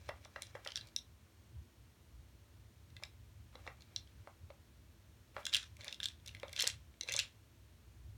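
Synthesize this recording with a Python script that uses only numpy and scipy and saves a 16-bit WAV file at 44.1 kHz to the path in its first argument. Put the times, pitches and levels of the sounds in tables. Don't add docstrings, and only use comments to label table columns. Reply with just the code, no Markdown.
import sys
import numpy as np
from scipy import signal
from scipy.fft import rfft, irfft, next_fast_len
from scipy.io import wavfile
from scipy.ndimage import map_coordinates

SR = 44100
rng = np.random.default_rng(int(sys.argv[2]) if len(sys.argv) > 2 else 0)


def amplitude_ratio(level_db):
    exponent = np.asarray(level_db, float) / 20
    return 10 ** exponent


def materialize(psi):
    bounded = np.clip(np.atleast_2d(psi).T, -1, 1)
    quanta = np.round(bounded * 32767).astype(np.int16)
    wavfile.write(sys.argv[1], SR, quanta)


N = 360289

# time [s], level [dB].
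HOUSE_RUMBLE = [(0.0, -57), (0.7, -66), (0.77, -60.5), (1.48, -65), (1.59, -54), (1.68, -66), (1.82, -58),
                (1.98, -70), (2.0, -59.5), (4.69, -60.5), (5.44, -65), (5.48, -61.5), (6.91, -59.5),
                (6.96, -74), (7.12, -57), (7.83, -64), (8.1, -53.5), (8.17, -55.5)]
# frequency [Hz], width [Hz], level [dB].
ROOM_BOOM = [(59.7, 6.1, 4), (78.7, 13, 1.5), (103.1, 7.4, 2), (120, 9.4, -18)]
# frequency [Hz], 60 dB decay time [s].
ROOM_DECAY = [(400, 0.18), (1500, 0.19), (3000, 0.21), (6000, 0.15), (11000, 0.16), (16000, 0.097)]
# frequency [Hz], level per Hz [dB].
MIC_HISS = [(88, -30), (150, -5.5), (242, -1.5), (295, -9), (332, -1), (359, -9.5), (439, -9.5),
            (514, -13.5), (568, -11), (812, -16.5), (952, -14.5), (1140, -16), (3200, -18.5), (4850, -20.5),
            (17300, -28.5)]
# frequency [Hz], width [Hz], depth [dB].
MIC_DIPS = [(4900, 250, -3.5), (7700, 350, -2.5), (10450, 380, -7)]
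# start [s], length [s], slide of the crumbs [dB], carpet rub [dB].
PUSHES = [(-0.05, 0.12, -59, -65), (0.211, 0.025, -59, -82), (0.07, 0.15, -83, -69),
          (0.308, 0.19, -60, -66.5), (0.529, 0.14, -69, -64), (0.645, 0.23, -63, -64.5),
          (2.9, 0.28, -87, -77), (3.528, 0.17, -63, -63.5), (3.77, 0.21, -71, -68.5),
          (4.087, 0.22, -69, -71.5), (5.344, 0.062, -79, -56), (5.453, 0.061, -66, -64),
          (5.528, 0.054, -38, -73), (5.79, 0.094, -58, -54.5), (6.04, 0.055, -53.5, -93),
          (6.246, 0.3, -65, -64), (6.556, 0.13, -43.5, -59), (7.016, 0.063, -68, -62),
          (7.082, 0.16, -48.5, -61)]
# time [s], peak [dB], hollow pitch [Hz], wall thud [dB].
KNOCKS = [(0.09, -37, 584, 0), (0.255, -57, 610, 5.5), (0.3615, -47, 576, 3), (0.551, -42, 526, -1.5),
          (0.662, -44.5, 560, -1), (3.0, -75, 600, 13), (3.025, -55.5, 630, 5.5), (3.553, -52.5, 510, 3),
          (3.6655, -54, 557, 8), (3.677, -48.5, 512, 5.5), (4.273, -50, 600, 4), (4.502, -48, 570, -4),
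          (5.3655, -42.5, 560, 4), (5.38, -46, 568, -19), (5.833, -56, 585, -14), (5.87, -58, 600, 3),
          (6.4322, -38, 539, -5), (6.482, -56, 575, -12), (6.636, -42.5, 506, -1.5),
          (7.036, -56.5, 486, -20), (7.087, -50, 495, -1), (7.146, -44.5, 562, -2), (7.104, -50, 547, -15),
          (7.18, -56, 550, -20)]
# frequency [Hz], level [dB], 60 dB decay time [s].
SHELL_MODES = [(1660, -13.5, 0.058), (2050, -13.5, 0.054), (2380, -11.5, 0.013), (2750, -14, 0.054),
               (3250, -12, 0.028), (3550, -10.5, 0.042), (3930, -9.5, 0.025), (4250, -11, 0.022),
               (4790, -13.5, 0.02), (5280, -10.5, 0.017), (5620, -9, 0.0089), (6130, -10.5, 0.01),
               (7100, -12, 0.01), (8970, -13.5, 0.013)]
# frequency [Hz], level [dB].
CONTACT_NOISE = [(2000, -32), (5000, -1.5), (8000, -1), (11000, -13), (14000, -12), (17000, -35)]
# time [s], peak [dB], main mode [Hz], second mode [Hz], sharp tick [dB].
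STRIKES = [(0.4212, -34.5, 3580, 7100, 1), (0.7579, -33, 5620, 3450, -15), (0.963, -29, 5540, 3900, -6),
           (3.036, -34, 5000, 2250, -9.5), (3.9623, -28, 4360, 5700, -32), (5.454, -43, 3820, 5250, 7),
           (5.4663, -27.5, 3700, 2830, -6), (5.529, -30, 3220, 4730, -17), (5.538, -22.5, 3970, 2920, -10),
           (5.5465, -22.5, 3260, 3980, -3), (5.5546, -28, 2830, 4260, -2.5),
           (5.5671, -25.5, 3700, 4800, -6), (6.0023, -41, 3500, 1730, -4), (6.057, -31, 3800, 4160, 1),
           (6.5977, -25, 3300, 4260, -20), (6.6076, -21.5, 5230, 3300, -8), (6.6234, -23, 4150, 5540, 1),
           (6.6414, -38, 3060, 4090, -1), (6.67, -26.5, 3730, 2170, -10), (7.0108, -31, 5930, 3930, -32),
           (7.0874, -27, 2440, 4200, -17), (7.139, -25, 3730, 6600, -7.5), (7.1643, -29, 5660, 3700, -6),
           (7.1908, -18, 5060, 3040, -12)]
# time [s], peak [dB], main mode [Hz], sharp tick
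# [dB].
LIGHT_TAPS = [(0.0906, -38.5, 2040, -6), (0.0938, -35, 1880, -38), (0.2493, -46.5, 5650, -15),
              (0.2525, -53, 2140, -20), (0.361, -34, 1630, -23), (0.9878, -44, 3750, -24.5),
              (0.4314, -46, 3930, -23), (0.4689, -50, 5800, -17), (0.5527, -39.5, 1570, -18),
              (0.5549, -51, 1950, -21), (0.6495, -44, 5570, -1), (0.6622, -41, 1940, -29),
              (0.6743, -36, 3170, -6), (0.6875, -45, 3040, -26), (0.705, -42, 3180, -23),
              (0.7198, -38, 3140, -17), (0.7676, -37, 5670, -25), (0.7737, -29, 3380, -11),
              (0.811, -42, 3970, -23), (0.872, -53.5, 4350, 4), (0.887, -56, 4600, -7),
              (2.9033, -60.5, 3960, -7), (2.9662, -39, 2320, -16), (3.0265, -54, 2230, -29),
              (3.052, -50, 3900, -20), (3.555, -48.5, 3660, -28), (3.6668, -50, 3730, -21),
              (3.6759, -37.5, 1910, -37), (3.8078, -54, 4160, -15), (3.8213, -47, 4250, -9),
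              (4.0741, -56.5, 3200, -17), (4.273, -53.5, 2050, -7), (4.5037, -51.5, 2170, -27),
              (5.3657, -32.5, 1450, -42), (5.3815, -38.5, 1230, -24), (5.431, -55, 3300, -27),
             (5.63, -44, 3720, -8), (5.495, -42, 3760, -17), (5.7683, -53.5, 2280, 2.5),
             (5.816, -49, 3620, -10), (5.836, -47, 2320, -24), (5.868, -50, 2300, -10),
             (5.894, -45, 3450, -23), (5.9104, -46, 3240, -22), (6.012, -46, 2720, -13),
             (5.8086, -45, 4300, -21), (5.809, -45, 2100, -25), (5.8451, -44.5, 2230, 6),
             (5.852, -46, 4500, -18), (5.8807, -32.5, 3550, -33), (5.886, -42, 1990, -20),
             (5.829, -54, 3500, -12), (5.9265, -33.5, 3570, -11), (5.9443, -41.5, 3600, -7),
             (6.031, -34, 3400, -12), (6.0363, -36.5, 3620, -4), (6.042, -28.5, 4260, -14.5),
             (6.0857, -40, 3660, -5),
              (6.2618, -41.5, 5380, -1), (6.276, -39.5, 3760, -6), (6.281, -40, 3760, -4),
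             (6.292, -43.5, 2860, -19), (6.349, -40.5, 2180, -8), (6.368, -48.5, 2110, -21),
             (6.399, -49.5, 3160, -2), (6.4316, -37, 1970, -16), (6.4818, -46, 3440, -12),
             (6.494, -46.5, 2140, -7), (6.53, -39, 5600, 0.5), (6.5336, -40.5, 2170, -25),
             (6.5638, -31, 3630, -11), (6.5771, -35, 3250, -15), (6.604, -36, 5350, 6),
             (6.675, -28, 4970, 6.5), (6.6999, -33, 3800, -10), (7.034, -39, 4100, -9),
             (7.0772, -46, 4000, -25), (7.095, -32, 2140, -14), (7.113, -39, 2580, -26),
             (7.1223, -33.5, 3400, 3), (7.1276, -31, 4050, -16), (7.1884, -38, 3520, -9),
             (6.588, -47, 5200, -8), (7.1775, -50, 2280, -14), (7.1974, -30, 2800, -3.5),
             (7.1994, -33, 4250, -26), (6.1996, -62, 3380, -17), (6.5923, -27, 4100, -14),
             (6.655, -37, 4160, -20), (6.941, -61, 2220, -13), (7.154, -35, 5450, -16)]
# time [s], mode [Hz], level [dB], other mode [Hz], its level [dB].
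CONTACT_RINGS = [(0.0912, 3470, -44, 5300, -44.5), (0.0936, 1960, -38.5, 2700, -55),
                 (0.361, 1930, -39, 1294, -43.5), (0.4208, 3420, -38, 4000, -39.5),
                 (0.4208, 7150, -39, 2190, -46), (0.5525, 1950, -43.5, 1600, -47.5),
                 (0.6617, 1940, -41, 1370, -42), (0.674, 3160, -36.5, 5300, -38),
                 (0.674, 3500, -55, 4400, -42), (0.6873, 3100, -44, 1750, -52),
                 (0.7573, 5620, -36, 3500, -35.5), (0.7586, 4660, -35, 1710, -47),
                 (0.7668, 5760, -41, 3920, -43), (0.7742, 1670, -44.5, 4700, -38),
                 (0.7742, 5800, -49, 4230, -50), (0.9629, 5630, -24.5, 3820, -29.5),
                 (0.9878, 3800, -45, 5940, -45), (2.966, 3530, -64, 4060, -65), (3.0367, 3800, -39, 5460, -52),
                 (3.0367, 5300, -42.5, 2330, -40), (3.5544, 3930, -45, 2050, -54.5),
                 (3.6763, 1930, -41.5, 2290, -44.5), (3.9625, 4100, -29, 3550, -39),
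                 (3.9625, 5740, -32.5, 5320, -52), (5.3655, 1390, -39, 1900, -45),
                 (5.4531, 3960, -35, 3370, -35), (5.4531, 5190, -39, 6500, -37),
              (5.4656, 3410, -28.5, 2660, -48), (5.4656, 1570, -38.5, 7100, -34.5),
              (5.5283, 3340, -43, 3970, -38), (5.5338, 3160, -34, 3850, -40),
              (5.5328, 2680, -48, 4650, -40), (5.538, 4000, -35, 3180, -32), (5.538, 2800, -40, 3620, -34),
              (5.5462, 3230, -21, 3500, -37), (5.5462, 3900, -29, 4760, -30.5),
              (5.5552, 2810, -28, 3430, -27), (5.549, 1620, -41, 2200, -46), (5.5678, 3600, -39, 4370, -35),
              (5.5678, 3980, -41, 5630, -39), (5.574, 3350, -44, 2900, -51), (5.576, 3800, -38, 2830, -48),
              (5.8447, 2300, -49, 1830, -50), (5.8815, 3550, -43, 4370, -43),
              (5.9264, 2820, -42, 3660, -39), (5.9443, 3500, -43, 4160, -62),
              (6.0018, 3540, -33, 1660, -42), (6.0018, 3180, -42, 2550, -57),
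              (6.031, 3700, -33, 3160, -35.5), (6.0307, 1670, -44.5, 5280, -50),
              (6.0359, 3370, -40, 4200, -43), (6.0417, 4420, -35.5, 3420, -40),
              (6.0567, 3670, -28.5, 3230, -35), (6.0567, 4100, -31, 1650, -46),
              (6.061, 3540, -34, 3980, -48), (6.0857, 3470, -37.5, 3300, -50),
                 (6.2762, 3680, -56, 5900, -42), (6.4317, 2270, -42, 3770, -46.5),
              (6.5632, 3680, -52, 3260, -43), (6.5632, 2640, -39, 4250, -37),
              (6.5794, 3240, -38, 2200, -45), (6.5925, 3200, -32, 4270, -37.5),
              (6.5925, 3640, -41, 5300, -45), (6.5976, 3220, -32, 3660, -40),
              (6.5976, 4400, -40, 4100, -35), (6.6074, 5280, -28, 3530, -38),
              (6.6074, 4250, -34, 2000, -34.5), (6.6165, 3600, -39, 3240, -35),
              (6.6185, 4200, -32, 7000, -34), (6.6235, 5400, -28, 3920, -34),
              (6.6235, 3600, -41, 1950, -38), (6.641, 3100, -32.5, 4090, -34),
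              (6.641, 1940, -39, 4920, -37), (6.6553, 2820, -40, 2120, -48), (6.6553, 3570, -47, 5040, -45),
              (6.6699, 3900, -30, 4440, -39), (6.6699, 1730, -42, 2080, -43),
              (6.6747, 5100, -30.5, 4500, -33), (6.6747, 3770, -37, 7900, -35),
              (6.6793, 2750, -40, 3720, -50), (6.6998, 3200, -36, 3970, -43),
              (6.6998, 2780, -41, 2100, -44),
                 (7.0099, 6000, -31.5, 4010, -32), (7.0105, 2100, -41.5, 3470, -44),
                  (7.0342, 4030, -38.5, 6040, -42.5), (7.0871, 2620, -35, 2250, -39),
                  (7.0872, 4140, -39, 3340, -39), (7.0944, 6100, -36, 2290, -41),
                  (7.11, 2610, -39, 2000, -42), (7.1166, 2100, -38, 2360, -52),
                  (7.1224, 3500, -41, 4210, -38), (7.1224, 6120, -33, 2630, -38),
                  (7.127, 3940, -41, 3400, -44), (7.127, 6160, -37, 7200, -34),
                  (7.1388, 3760, -45, 6430, -35), (7.1388, 5260, -40, 2280, -38),
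                  (7.1451, 3960, -43, 3530, -46), (7.1533, 5430, -39, 4250, -38),
                  (7.1644, 5460, -31, 6250, -28), (7.1644, 3730, -32, 7700, -30),
                  (7.1713, 6140, -43, 4000, -42), (7.1713, 3600, -44, 6940, -36),
                  (7.1782, 2270, -37, 6170, -36), (7.1909, 3860, -28, 2700, -27.5),
                  (7.19, 3460, -26.5, 5660, -29), (7.197, 3900, -27, 2930, -41),
                  (7.198, 5500, -40, 7060, -29), (7.2035, 4100, -41, 3470, -35),
                  (7.201, 2550, -41, 6070, -36), (7.209, 2830, -48, 3940, -49)]
TAPS = LIGHT_TAPS
RINGS = CONTACT_RINGS

HISS_DB, MIC_TOP_HZ = -69.5, 17230
SWELL_DB, FADE_DB_PER_S = 6, 213
SECOND_DB, TAP_SECOND_DB = -2.5, -1.5
PARTNER, FOLD_HZ = 1.5, 4370
STIFF_HZ, CHOKED_DB, STIFF_CHOKED_DB = 4900, -14, -10
SAME_BLOW_S, LEAD_S = 0.0025, 0.0003
RING_T60_S, RING_RISE_S = 0.01, 0.00031
CHATTER_DB, CHATTER_S, CROWD_S = -13, 0.014, 0.021


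def along(points, hz):
    f, value = np.transpose(points)
    return np.interp(np.log(hz + 1), np.log(f + 1), value)


def noise(response):
    m = next_fast_len(N + 8192)
    x = irfft(rfft(rng.standard_normal(m)) * response(np.fft.rfftfreq(m, 1 / SR)), m)[:N]
    return x / np.std(x)


def wobble(rate):
    knots = rng.standard_normal(int(N * rate / SR) + 4)
    return map_coordinates(knots, [np.arange(N) * rate / SR])


def resonance(f, center, width):
    return f * width / (center ** 2 - f * f + 1j * f * width)


def ring(hz, t60, rise, t):
    swing = amplitude_ratio(-60 * t / t60) * (1 - np.exp(-t / rise)) ** 2
    return swing / swing.max() * np.sin(2 * np.pi * hz * t)


def burst(hz, width, t):
    u = t / width
    return (u * np.exp(1 - u)) ** 1.1 * np.sin(2 * np.pi * hz * t)


def house():
    def boom(f):
        lumps = sum(amplitude_ratio(db) * np.abs(resonance(f, c, w)) for c, w, db in ROOM_BOOM)
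        return lumps / (1 + (48 / (f + 1)) ** 6) / (1 + (f / 165) ** 4)

    level_db = np.interp(np.arange(N) / SR, *np.transpose(HOUSE_RUMBLE))
    return amplitude_ratio(level_db + 2.55 * wobble(11)) * noise(boom)


def tails(count):
    hz, t, z = signal.stft(rng.standard_normal((count, SR // 3)), SR, nperseg=128)
    decay = amplitude_ratio(-60 * t / along(ROOM_DECAY, hz)[:, None])
    tail = signal.istft(z * decay, SR, nperseg=128)[1]
    t = np.arange(tail.shape[1]) / SR
    tail = tail * (1 - np.exp(-(t / 0.009) ** 2))
    return tail / np.linalg.norm(tail, axis=1, keepdims=True)


def add(track, s, sound, answer, wet_db):
    start = round(s * SR)
    track[start:][:len(sound)] += sound
    wet = amplitude_ratio(wet_db) * signal.fftconvolve(sound, answer)
    track[start:][:len(wet)] += wet


def contacts():
    hits = [(s, db, hz, second_hz, SECOND_DB, tick_db) for s, db, hz, second_hz, tick_db in STRIKES]
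    for s, db, hz, tick_db in TAPS:
        second_hz = hz * PARTNER ** np.sign(FOLD_HZ - hz)
        hits.append((s, db, hz, second_hz, TAP_SECOND_DB, tick_db))
    return hits


def effort_db(t, start, length):
    u = t - start
    swell_and_fade = np.minimum(SWELL_DB * (u / length - 1), -FADE_DB_PER_S * (u - length))
    return np.where(u < 0, -150, swell_and_fade)


def pushed(column):
    t = np.arange(N) / SR
    return sum(amplitude_ratio(row[column] + effort_db(t, *row[:2])) for row in PUSHES)


def jostle():
    s, db = np.transpose(contacts())[:2]
    at = (s * SR).astype(int)

    def near(weight):
        return np.abs(signal.fftconvolve(np.bincount(at, weight, N), np.hanning(SR // 16), "same"))

    crowd = np.clip((near(np.ones(len(s))) - 1.3) / 0.36, 0, 1)
    return crowd * np.sqrt(near(amplitude_ratio(2 * db)))


def skitter(tumble):
    def shell(f):
        modes = sum(amplitude_ratio(db) * resonance(f, c, 420) * (-1) ** k for k, (c, db, _) in enumerate(SHELL_MODES))
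        return np.abs(modes) / (1 + (f / 5000) ** 2)

    grains = amplitude_ratio(3 * wobble(300) + 2 * wobble(28))
    crumbs = noise(shell) * grains / np.sqrt(np.mean(grains ** 2))
    return (amplitude_ratio(-9.5) * pushed(column=2) + amplitude_ratio(-34) * tumble) * crumbs


def rub_and_tumble(tumble):
    def hollow(f):
        return np.abs(resonance(f, 560, 130)) + 0.58 * np.abs(resonance(f, 1300, 1300))

    def air(f):
        low = np.abs(resonance(f, 575, 70)) ** 2
        return low + 0.11 * np.abs(resonance(f, 1670, 60)) + np.abs(resonance(f, 2300, 90))

    push = pushed(column=3)
    rub = amplitude_ratio(-7) * push * noise(hollow) * amplitude_ratio(3 * wobble(40))
    stirred = (amplitude_ratio(-55) * np.sqrt(tumble) + amplitude_ratio(-11) * push) * noise(air)
    drumming = amplitude_ratio(-64) * tumble * noise(hollow)
    return rub + stirred + drumming


def knocks(room):
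    track, t = np.zeros(N + SR), np.arange(SR // 8) / SR
    thud = ring(785, 0.012, 0.00039, t) - amplitude_ratio(0.5) * ring(1098, 0.0066, 0.00074, t)
    thud += amplitude_ratio(-0.5) * ring(1285, 0.0049, 0.00048, t) + amplitude_ratio(-7) * burst(1440, 0.00021, t)
    for k, (s, db, hollow_hz, thud_db) in enumerate(KNOCKS):
        answer = room[k % len(room)]
        hollow = ring(hollow_hz, 0.044, 0.0006, t)
        hollow -= amplitude_ratio(-7) * ring(1.118 * hollow_hz, 0.04, 0.0017, t)
        add(track, s, amplitude_ratio(db) * hollow, answer, wet_db=-12)
        add(track, s, amplitude_ratio(db + thud_db - 1.5) * thud, answer, wet_db=-5)
    return track[:N]


def chatter(room):
    s, db = np.transpose(contacts())[:2]
    neighbours = (np.abs(s[:, None] - s) < CROWD_S).sum(axis=1)
    crowd = np.clip((neighbours - 2) / 3, 0, 1)
    t = np.arange(SR // 200) / SR
    when, pitch, size = rng.random((3, len(s), 6, 1))
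    hz = 2300 * 2.9 ** pitch
    level = (crowd * amplitude_ratio(db + CHATTER_DB))[:, None, None] * amplitude_ratio(-12 * size)
    grains = level * burst(hz, 1.24 / hz, t)
    at = ((s[:, None, None] + CHATTER_S * when + t) * SR).astype(int)
    direct = np.bincount(at.ravel(), grains.ravel(), N)[:N]
    return direct + amplitude_ratio(-8.5) * signal.fftconvolve(direct, room[0])[:N]


def rings(room):
    track, t = np.zeros(N + SR), np.arange(SR // 25) / SR
    struck = np.transpose(contacts())[0]

    def mode(hz, db):
        return amplitude_ratio(db) * ring(hz, RING_T60_S * (3500 / hz) ** 0.5, RING_RISE_S, t)

    for k, (s, hz, db, other_hz, other_db) in enumerate(RINGS):
        blow = struck[np.abs(struck - s).argmin()]
        start = blow if abs(blow - s) < SAME_BLOW_S else s
        wet_db = -9 if hz < 2300 else -15
        add(track, start - LEAD_S, mode(hz, db) - mode(other_hz, other_db), room[-k % len(room)], wet_db)
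    return track[:N]


def clicks(room):
    track, t = np.zeros(N + SR), np.arange(SR // 40) / SR
    hits = contacts()
    rung = np.transpose(RINGS)[0]
    luck = rng.standard_normal((len(hits), 2, len(SHELL_MODES)))
    white = rfft(rng.standard_normal((len(hits), len(t))))
    grit = irfft(white * amplitude_ratio(along(CONTACT_NOISE, np.fft.rfftfreq(len(t), 1 / SR))), len(t))
    grit = grit / np.std(grit)
    snap = burst(9660, 0.00014, t) + amplitude_ratio(-11.5) * burst(16200, 0.000096, t)
    for k, (s, db, main_hz, second_hz, second_db, tick_db) in enumerate(hits):
        width = 0.00065 * (4000 / main_hz) ** 0.3
        near = burst(main_hz, width, t) - amplitude_ratio(second_db) * burst(second_hz, 0.32 * width, t)
        if np.abs(rung - s).min() < SAME_BLOW_S:
            near = near * amplitude_ratio(CHOKED_DB if main_hz < STIFF_HZ else STIFF_CHOKED_DB)
        crack = amplitude_ratio(-3) * burst(1.52 * main_hz, 0.0001, t)
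        rest = np.zeros(len(t))
        for (hz, level, t60), g, d in zip(SHELL_MODES, *luck[k]):
            from_second = abs(np.log2(hz / second_hz)) - second_db / 15
            apart = min(abs(np.log2(hz / main_hz)), from_second)
            gain = amplitude_ratio(level + 2 * g - 12 * apart) * np.sign(g)
            rest += gain * ring(hz * (1 + 0.014 * d), 0.72 * t60, 0.00032, t)
        tick = amplitude_ratio(tick_db - 2) * (snap + amplitude_ratio(-2 - 60 * t / 0.013) * grit[k])
        click = amplitude_ratio(db - 2) * (near + crack + rest + tick)
        add(track, s - LEAD_S, click, room[k % len(room)], wet_db=-12.5)
    no_bass = signal.butter(2, 950, "high", fs=SR, output="sos")
    return signal.sosfilt(no_bass, track[:N])


def scene():
    room = tails(count=23)
    tumble = jostle()
    background = house() + skitter(tumble) + rub_and_tumble(tumble)
    toy = knocks(room) + chatter(room) + rings(room) + clicks(room)
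    return (background + toy)[None]


def low_pass(x):
    return signal.sosfilt(signal.butter(12, 18200, fs=SR, output="sos"), x)


def record(dry):
    def hiss_gain(hz):
        dips = sum(db * np.exp(-((hz - c) / w) ** 2) for c, w, db in MIC_DIPS)
        return amplitude_ratio(along(MIC_HISS, hz) + dips)

    heard = dry + amplitude_ratio(HISS_DB) * noise(hiss_gain)
    m = next_fast_len(N)
    in_band = np.fft.rfftfreq(m, 1 / SR) < MIC_TOP_HZ
    mix = irfft(rfft(heard, m) * in_band, m)[:, :N]
    return low_pass(mix)


dry = scene()
out = record(dry)
materialize(out)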